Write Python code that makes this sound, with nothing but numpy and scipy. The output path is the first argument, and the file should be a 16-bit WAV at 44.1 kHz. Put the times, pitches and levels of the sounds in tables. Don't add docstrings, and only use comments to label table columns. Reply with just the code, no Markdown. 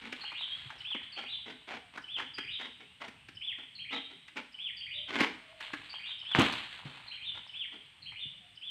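import sys
import numpy as np
from scipy import signal
from scipy.fft import rfft, irfft
from scipy.io import wavfile
from scipy.ndimage import uniform_filter1d

SR = 44100
rng = np.random.default_rng(int(sys.argv[2]) if len(sys.argv) > 2 else 0)


def transcribe(u):
    v = np.clip(np.atleast_2d(u).T, -1, 1)
    q = np.round(v * 32767).astype(np.int16)
    wavfile.write(sys.argv[1], SR, q)


N = 383669


def undb(db):
    return 10 ** (np.asarray(db) / 20)


def unit(x):
    return x / np.sqrt(np.mean(x ** 2))


def clock(length):
    return np.arange(int(length * SR)) / SR


def add(out, s, x):
    i = max(int(s * SR), 0)
    out[i:i + len(x)] += x[:max(N - i, 0)]


def ring(x, hz, width_hz):
    return signal.lfilter(*signal.iirpeak(min(hz, SR / 3), hz / width_hz, SR), x)


def colour(x, points, size=4096):
    hz, db = np.transpose(points)
    bin_hz = np.arange(size // 2 + 1) * SR / size
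    gain = unit(undb(np.interp(np.log(bin_hz + 1), np.log(hz), db)))
    cepstrum = irfft(np.log(gain))
    cepstrum[1:size // 2] *= 2
    cepstrum[size // 2 + 1:] = 0
    response = irfft(np.exp(rfft(cepstrum)))
    return signal.oaconvolve(x, response)[:len(x)]


def walk(rate):
    k = int(SR / rate)
    steps = np.repeat(rng.standard_normal(N // k + 1), k)
    return unit(uniform_filter1d(steps, k)[:N])


def crackle(rate, spread_db):
    size = undb(spread_db * np.minimum(rng.exponential(size=N), 4))
    happens = rng.random(N) < rate / SR
    return unit(happens * size * rng.standard_normal(N))


AIR_DB = -61.5
STIR_HZ, STIR_DB = 198.5, -1
# frequency in Hz, relative level in dB.
AIR_TONE = [(20, -40), (50, -8.5), (120, -3.5), (220, -13.5), (450, -24.5), (1300, -19.5), (3000, -6.5),
            (5200, -30.5), (6400, -34.5), (7300, -32), (8500, -22), (10400, -41.5), (15000, -44.5)]


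def air():
    bed = colour(rng.standard_normal(N), AIR_TONE)
    low = ring(bed, 96, 160)
    stir = np.zeros(N)
    for hz in STIR_HZ * 1.62 ** np.arange(4):
        band = ring(ring(bed, hz, hz / 2), hz, hz / 2)
        stir += band * undb(np.minimum(5.0 * walk(17), 10))
    uneven_low = low * undb(3.8 * walk(12))
    return undb(AIR_DB) * (bed - low + uneven_low + undb(STIR_DB) * np.roll(stir, SR))


SHAKE_DB, SETTLE_S = -19, 0.43
TWIGS_PER_S, TWIG_DB = 45, -11.5
# frequency in Hz, relative level in dB.
LEAF_TONE = [(80, -11.5), (400, -14), (1000, -4.5), (2100, 3.5), (3100, 6.5), (4200, -1.5), (5500, -28),
             (8000, -18.5), (11000, -36), (15000, -38.5)]
# time of the peak in seconds, peak of the motion in dB, rise in seconds, fade in seconds.
FROND_RUSTLES = [(.6, -52, 1.2, 0.5), (5.63, -51, 0.016, 0.34), (6.458, -30, 0.042, 0.079),
                 (6.9, -53.5, 0.63, 0.5)]


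def leaves(force):
    t, keep = np.arange(N) / SR, np.exp(-1 / (SETTLE_S * SR))
    motion = undb(SHAKE_DB) * signal.lfilter([1 - keep], [1, -keep], force)
    for s, db, rise, fade in FROND_RUSTLES:
        motion = motion + undb(db) * np.exp(-np.maximum((s - t) / rise, (t - s) / fade))
    flicker = undb(2.17 * walk(40) + 1.5 * walk(220) + 1.6 * walk(220))
    leaflets = colour(crackle(rate=4000, spread_db=1.5) * motion * flicker, LEAF_TONE)
    ticks = crackle(rate=TWIGS_PER_S, spread_db=2.8)
    twigs = unit(ring(ring(ticks, 938, 330), 1100, 1200))
    return leaflets + undb(TWIG_DB) * motion * twigs


GRIP_S, LET_GO_S = 0.014, 0.019
EVEN_PULL_DB, RISE_PER_DB = -46.5, 0.8


def pull(length, db):
    t = clock(length + .15)
    grip = np.minimum(t / GRIP_S, 1) * np.exp(-np.maximum(t - length, 0) / LET_GO_S)
    rise_db = RISE_PER_DB * (db - EVEN_PULL_DB)
    return grip * undb(db + rise_db * (np.minimum(t / length, 1) - 1))


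FIBRES_PER_S, FIBRE_DB = 220, -4
DETUNE = 0.069
FLEX_S, FLEX_BELOW_HZ = .018, 500
STALK_DB, STALK_RING_DB = -4.5, 1.16
# frequency in Hz, relative level in dB.
STALK_TONE = [(60, -29), (150, -13), (260, 0.5), (600, -10), (2150, -3), (3300, -4), (5000, -18),
              (7500, -28), (11000, -42), (15000, -48.5)]
# frequency in Hz before detuning, width in Hz.
STALK_RINGS = [(240, 53), (440, 56), (840, 330), (1380, 40), (2130, 160)]
# start in seconds, length in seconds, force at the end in dB,
# weight of the stalk's low rings in dB.
BLADE_PULLS = [(0.009, 0.091, -53, 1), (0.715, 0.054, -52.5, -9), (1.161, 0.055, -43, -4),
               (1.455, 0.052, -44, 4.5), (1.671, 0.086, -42, -2), (1.932, 0.039, -45.5, -2.5),
               (2.163, 0.064, -44, -3.5), (2.586, 0.072, -45.5, 1), (2.795, 0.037, -59.5, 2.5),
               (3, 0.056, -42.5, -5), (3.577, 0.05, -60, 3), (3.906, 0.063, -42, 1.5),
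               (4.097, 0.023, -53, 3), (4.355, 0.031, -41, 1), (5.074, 0.14, -28, 0),
               (5.215, 0.032, -37.5, 0), (7.339, 0.049, -53, -10), (7.718, 0.06, -66.5, 9.5)]


def sickle():
    fine = crackle(rate=3500, spread_db=1)
    thick = crackle(rate=FIBRES_PER_S, spread_db=3)
    fibres = fine + undb(FIBRE_DB) * thick
    tearing = colour(unit(fibres * undb(2.1 * walk(130) + 2 * walk(45))), STALK_TONE)
    out = np.zeros(N)
    for s, length, db, low_db in BLADE_PULLS:
        force = pull(length, db)
        stalk = force * tearing[int(s * SR):][:len(force)]
        body = (undb(low_db) - 1) * ring(stalk, 280, 300)
        add(out, s, undb(STALK_DB) * (stalk + body))
        for hz, width_hz in STALK_RINGS:
            low = hz < FLEX_BELOW_HZ
            shift, share = rng.standard_normal(2)
            tone = ring(stalk, hz * np.exp(DETUNE * shift), width_hz)
            add(out, s + low * FLEX_S, tone * undb(STALK_RING_DB + low * low_db + 2 * share))
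    return out


def pulling():
    force = np.zeros(N)
    for s, length, db, _ in BLADE_PULLS:
        add(force, s, pull(length, db))
    return force


# start in seconds, peak in dB before a common lift,
# ring in Hz, knock of the stalk in dB relative to the snap.
FIBRE_SNAPS = [(.123, -29.5, 2350, -11), (0.235, -37.5, 1240, -18.5), (.317, -37.5, 1093, -20),
               (.701, -36, 1440, -29), (0.945, -39.5, 904, 1.5), (1.974, -31.5, 1340, -15.5),
               (2.197, -28, 1420, -37), (2.381, -30, 1960, -11), (2.611, -37.5, 1519, -19),
               (3.015, -36, 1140, -26), (3.079, -39, 2350, -8), (3.284, -40, 2294, -10.5),
               (4.279, -41.5, 2270, -29.5), (4.368, -31.5, 1969, -9), (5.203, -18, 2030, -6),
               (5.604, -34.5, 2080, -23.5), (5.733, -27, 1683, -9.5), (6.311, -38.5, 1296, -21.5),
               (6.394, -22.5, 1100, 0.5), (6.523, -29, 2840, -25), (6.971, -46.5, 1010, -20),
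               (8.12, -48, 928, -22)]


def snaps():
    out, t = np.zeros(N), clock(.08)
    for s, db, hz, knock_db in FIBRE_SNAPS:
        burst = rng.standard_normal((2, len(t))) * t * np.exp(-t / 0.0041)
        wood = ring(ring(burst[0], hz, 0.5 * hz), 1750, 2100)
        wood = wood + 2 * ring(wood, 817, 110)
        knock = ring(ring(burst[1], 286, 110), 240, 490)
        for part, part_db in ((wood, 0), (knock, knock_db)):
            add(out, s, undb(db + 1.5 + part_db) * part / np.abs(part).max())
    return out


FLUTTER_DB = 2.5


def sing(syllable, top_hz, db, rough, depth=1):
    at, pitch, level_db = np.transpose(syllable)
    t = clock(at[-1])

    def tremble():
        return unit(np.convolve(rng.standard_normal(len(t)), np.hanning(SR // 240), "same"))

    shake, flutter = tremble(), tremble()
    glide = uniform_filter1d(np.interp(t, at, pitch ** depth), size=300, mode="nearest")
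    hz = top_hz * glide * (1 + rough * shake)
    edges = np.sin(np.pi / 2 * np.clip(np.minimum(t, t[-1] - t) / .003, 0, 1)) ** 2
    loudness = undb(db + np.interp(t, at, level_db)) * unit(undb(FLUTTER_DB * flutter))
    return edges * loudness * np.sin(2 * np.pi * np.cumsum(hz) / SR)


HOOK_S, LOW_HOOK_S, THIRD_HOOK_S, ARCH_S = .038, .096, .137, .16
LOW_HOOK_HZ, THIRD_HOOK_HZ = 2473, 2954
# seconds from the syllable's start, pitch as a share of its reference pitch, relative level in dB.
TIP_SHAPE = [(0, 1.15, -18), (.008, 1.03, 2), (.02, .93, 4.5)]
HOOK_SHAPE = [(0, .66, -7.5), (.009, .9, 1), (.018, 1, 2.5), (.032, 1, -8.5)]
ARCH_SHAPE = [(0, .78, -4.5), (.016, 0.92, -4), (.032, 0.98, -5), (.048, .95, 1.5), (.068, .74, 4)]
# start in seconds, reference pitch of the high tip in Hz,
# level of the later hooks in dB, reference pitch of the closing arch in Hz,
# level in dB of the arch, which also sets the tip and first hook (all levels before mixing).
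CHATTER_PHRASES = [(.206, 4330, -37, 3930, -33), (1.119, 4448, -40.5, 4027, -34.5),
                   (2.336, 4840, -36, 3900, -34.5), (3.748, 4205, -37, 4007, -34.5),
                   (4.765, 4643, -36, 3872, -35), (5.891, 4580, -38.5, 3880, -35.5),
                   (7.071, 4170, -41.5, 3830, -34), (8.017, 4200, -40.5, 3735, -37)]


def chatter():
    out = np.zeros(N)
    for s, tip_hz, hooks_db, hz, db in CHATTER_PHRASES:
        dive = np.clip((5100 - tip_hz) / 900, 0, .8)
        add(out, s, sing(TIP_SHAPE, tip_hz, db - 7, rough=0.0073, depth=dive))
        add(out, s + HOOK_S, sing(HOOK_SHAPE, 3210, db - 2.0, rough=0.0056))
        add(out, s + LOW_HOOK_S, sing(HOOK_SHAPE, LOW_HOOK_HZ, hooks_db - 4, rough=0.01))
        add(out, s + THIRD_HOOK_S, sing(HOOK_SHAPE, THIRD_HOOK_HZ, hooks_db, rough=0.0073))
        add(out, s + ARCH_S, sing(ARCH_SHAPE, hz, db, rough=0.018))
    return out


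# start in seconds, length in seconds,
# pitch at the start in Hz, pitch at the end in Hz, peak level in dB before mixing.
DISTANT_CALLS = [(0.487, 0.094, 3140, 3404, -39.5), (2.807, 0.18, 2426, 3100, -63),
                 (3.099, 0.2, 2320, 2850, -66), (1.756, 0.15, 778, 690, -68), (4.942, 0.11, 577, 637, -60),
                 (5.356, 0.42, 677, 593, -62), (8.399, 0.11, 770, 683, -68)]


def far_birds():
    out = np.zeros(N)
    for s, length, start_hz, end_hz, db in DISTANT_CALLS:
        t = clock(length)
        hz = np.linspace(start_hz, end_hz, len(t)) + 22 * walk(150)[:len(t)]
        swell = np.sin(np.pi * t / length)
        add(out, s, undb(db) * swell * np.sin(2 * np.pi * np.cumsum(hz) / SR))
    return out


# start in seconds, peak in dB before echoes, pitch in Hz.
SOIL_THUDS = [(.654, -48, 119), (6.377, -27.5, 127.7), (6.383, -19, 274.5), (6.851, -37, 135),
              (8.254, -50, 138)]


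def thuds():
    out, t = np.zeros(N), clock(.2)
    for s, db, hz in SOIL_THUDS:
        push = rng.standard_normal(len(t)) * np.exp(-t / 0.013)
        soil = ring(ring(push, hz, 0.75 * hz), hz, 0.61 * hz)
        add(out, s, undb(db) * soil / np.abs(soil).max())
    return out


WHISTLE_HZ = 3525
# seconds from the syllable's start, pitch as a share of its reference pitch, relative level in dB.
PIP_SHAPE = [(0, 0.95, 2), (.013, 0.99, 6)]
WHEEP_SHAPE = [(0, .64, -11), (.012, .87, -5), (.026, 0.96, -7.5), (.044, 1, -8.5), (.064, 0.97, -3.5),
               (.08, .88, 2), (.1, .7, -10.5), (.12, .5, -11)]
# start of the long whistle in seconds, its level in dB before mixing.
WHISTLE_PHRASES = [(0.848, -27.5), (2.083, -29.5), (3.414, -28), (4.587, -29), (6.255, -28.5),
                   (7.538, -29.5), (8.618, -31.5)]


def whistles():
    out, hz = np.zeros(N), WHISTLE_HZ
    for s, db in WHISTLE_PHRASES:
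        add(out, s - .069, sing(TIP_SHAPE, 1.42 * hz, db - 28, rough=0.05))
        add(out, s - .045, sing(PIP_SHAPE, .885 * hz, db - 11.5, rough=0.0044))
        add(out, s, sing(WHEEP_SHAPE, hz, db, rough=0.004))
    return out


SLAP_S, SLAP_DB = 6.3495, -7.5
# frequency in Hz, relative level in dB.
GROUND_TONE = [(30, -26.5), (110, -2.5), (260, 4.5), (550, -6), (1000, -0.5), (1900, -7), (3200, -5),
               (5500, -27.5), (8200, -33), (11000, -58), (15000, -52)]
# start in seconds, starting level in dB before echoes, fade in seconds.
CRASH_BLOWS = [(6.351, -26, 0.044), (6.386, -23.5, 0.021), (6.405, -29.5, 0.05), (6.854, -50, 0.076)]


def crash():
    force, slap, t = np.zeros(N), np.zeros(N), clock(.4)
    for s, db, fade in CRASH_BLOWS:
        add(force, s, undb(db) * np.exp(-t / fade))
    add(slap, SLAP_S, np.hanning(SR // 3600))
    slap = ring(ring(slap, 1900, 770) + ring(slap, 900, 530), 1640, 1330)
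    cracks = undb(-23) * force * crackle(rate=3700, spread_db=0.0)
    splinters = ring(ring(cracks, 6200, 5000), 6200, 6000)
    crush = colour(force * crackle(rate=13000, spread_db=0.8), GROUND_TONE)
    return crush + splinters + undb(SLAP_DB) * slap / np.abs(slap).max()


# start in seconds, peak in dB before echoes.
LEAFLET_SPLITS = [(6.3958, -27.5), (6.418, -30)]


def splits():
    out, t = np.zeros(N), clock(.03)
    for s, db in LEAFLET_SPLITS:
        crack = ring(rng.standard_normal(len(t)) * np.exp(-t / 0.0023), 6900, 1800)
        add(out, s, undb(db) * crack / np.abs(crack).max())
    return out


def grove(x, wet_db, near_t60, far_t60, far_db, trunks_per_s):
    t = clock(1.3)
    near, far = rng.standard_normal((2, len(t)))
    near = unit(np.sign(near) * (rng.random(len(t)) < trunks_per_s / SR)) * undb(-60 * t / near_t60)
    far = ring(far, 2300, 4200) * undb(-60 * t / far_t60)
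    echo = (near + undb(far_db) * far) * np.clip((t - .004) / 0.007, 0, 1)
    return x + undb(wet_db) * signal.oaconvolve(x, echo / np.linalg.norm(echo))[:N]


def scene():
    cutting = sickle() + snaps() + leaves(pulling())
    crown = grove(cutting, wet_db=-8.0, near_t60=0.38, far_t60=1.0, far_db=-13.5, trunks_per_s=2500)
    landing = crash() + splits() + thuds()
    grass = grove(landing, wet_db=-10.5, near_t60=0.38, far_t60=0.98, far_db=-9, trunks_per_s=2500)
    far = far_birds()
    song = grove(chatter() + far, wet_db=2.0, near_t60=0.35, far_t60=0.82, far_db=-3.5, trunks_per_s=900)
    calls = grove(whistles(), wet_db=-1.5, near_t60=0.47, far_t60=0.86, far_db=-1.5, trunks_per_s=210)
    birds = undb(-5.5) * song + undb(-4.5) * (calls + far)
    return (crown + grass + birds + air())[None]


TOP_HZ = 15600


def record(dry):
    return signal.sosfilt(signal.ellip(10, .2, 70, TOP_HZ, fs=SR, output="sos"), dry)


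dry = scene()
out = record(dry)
transcribe(out)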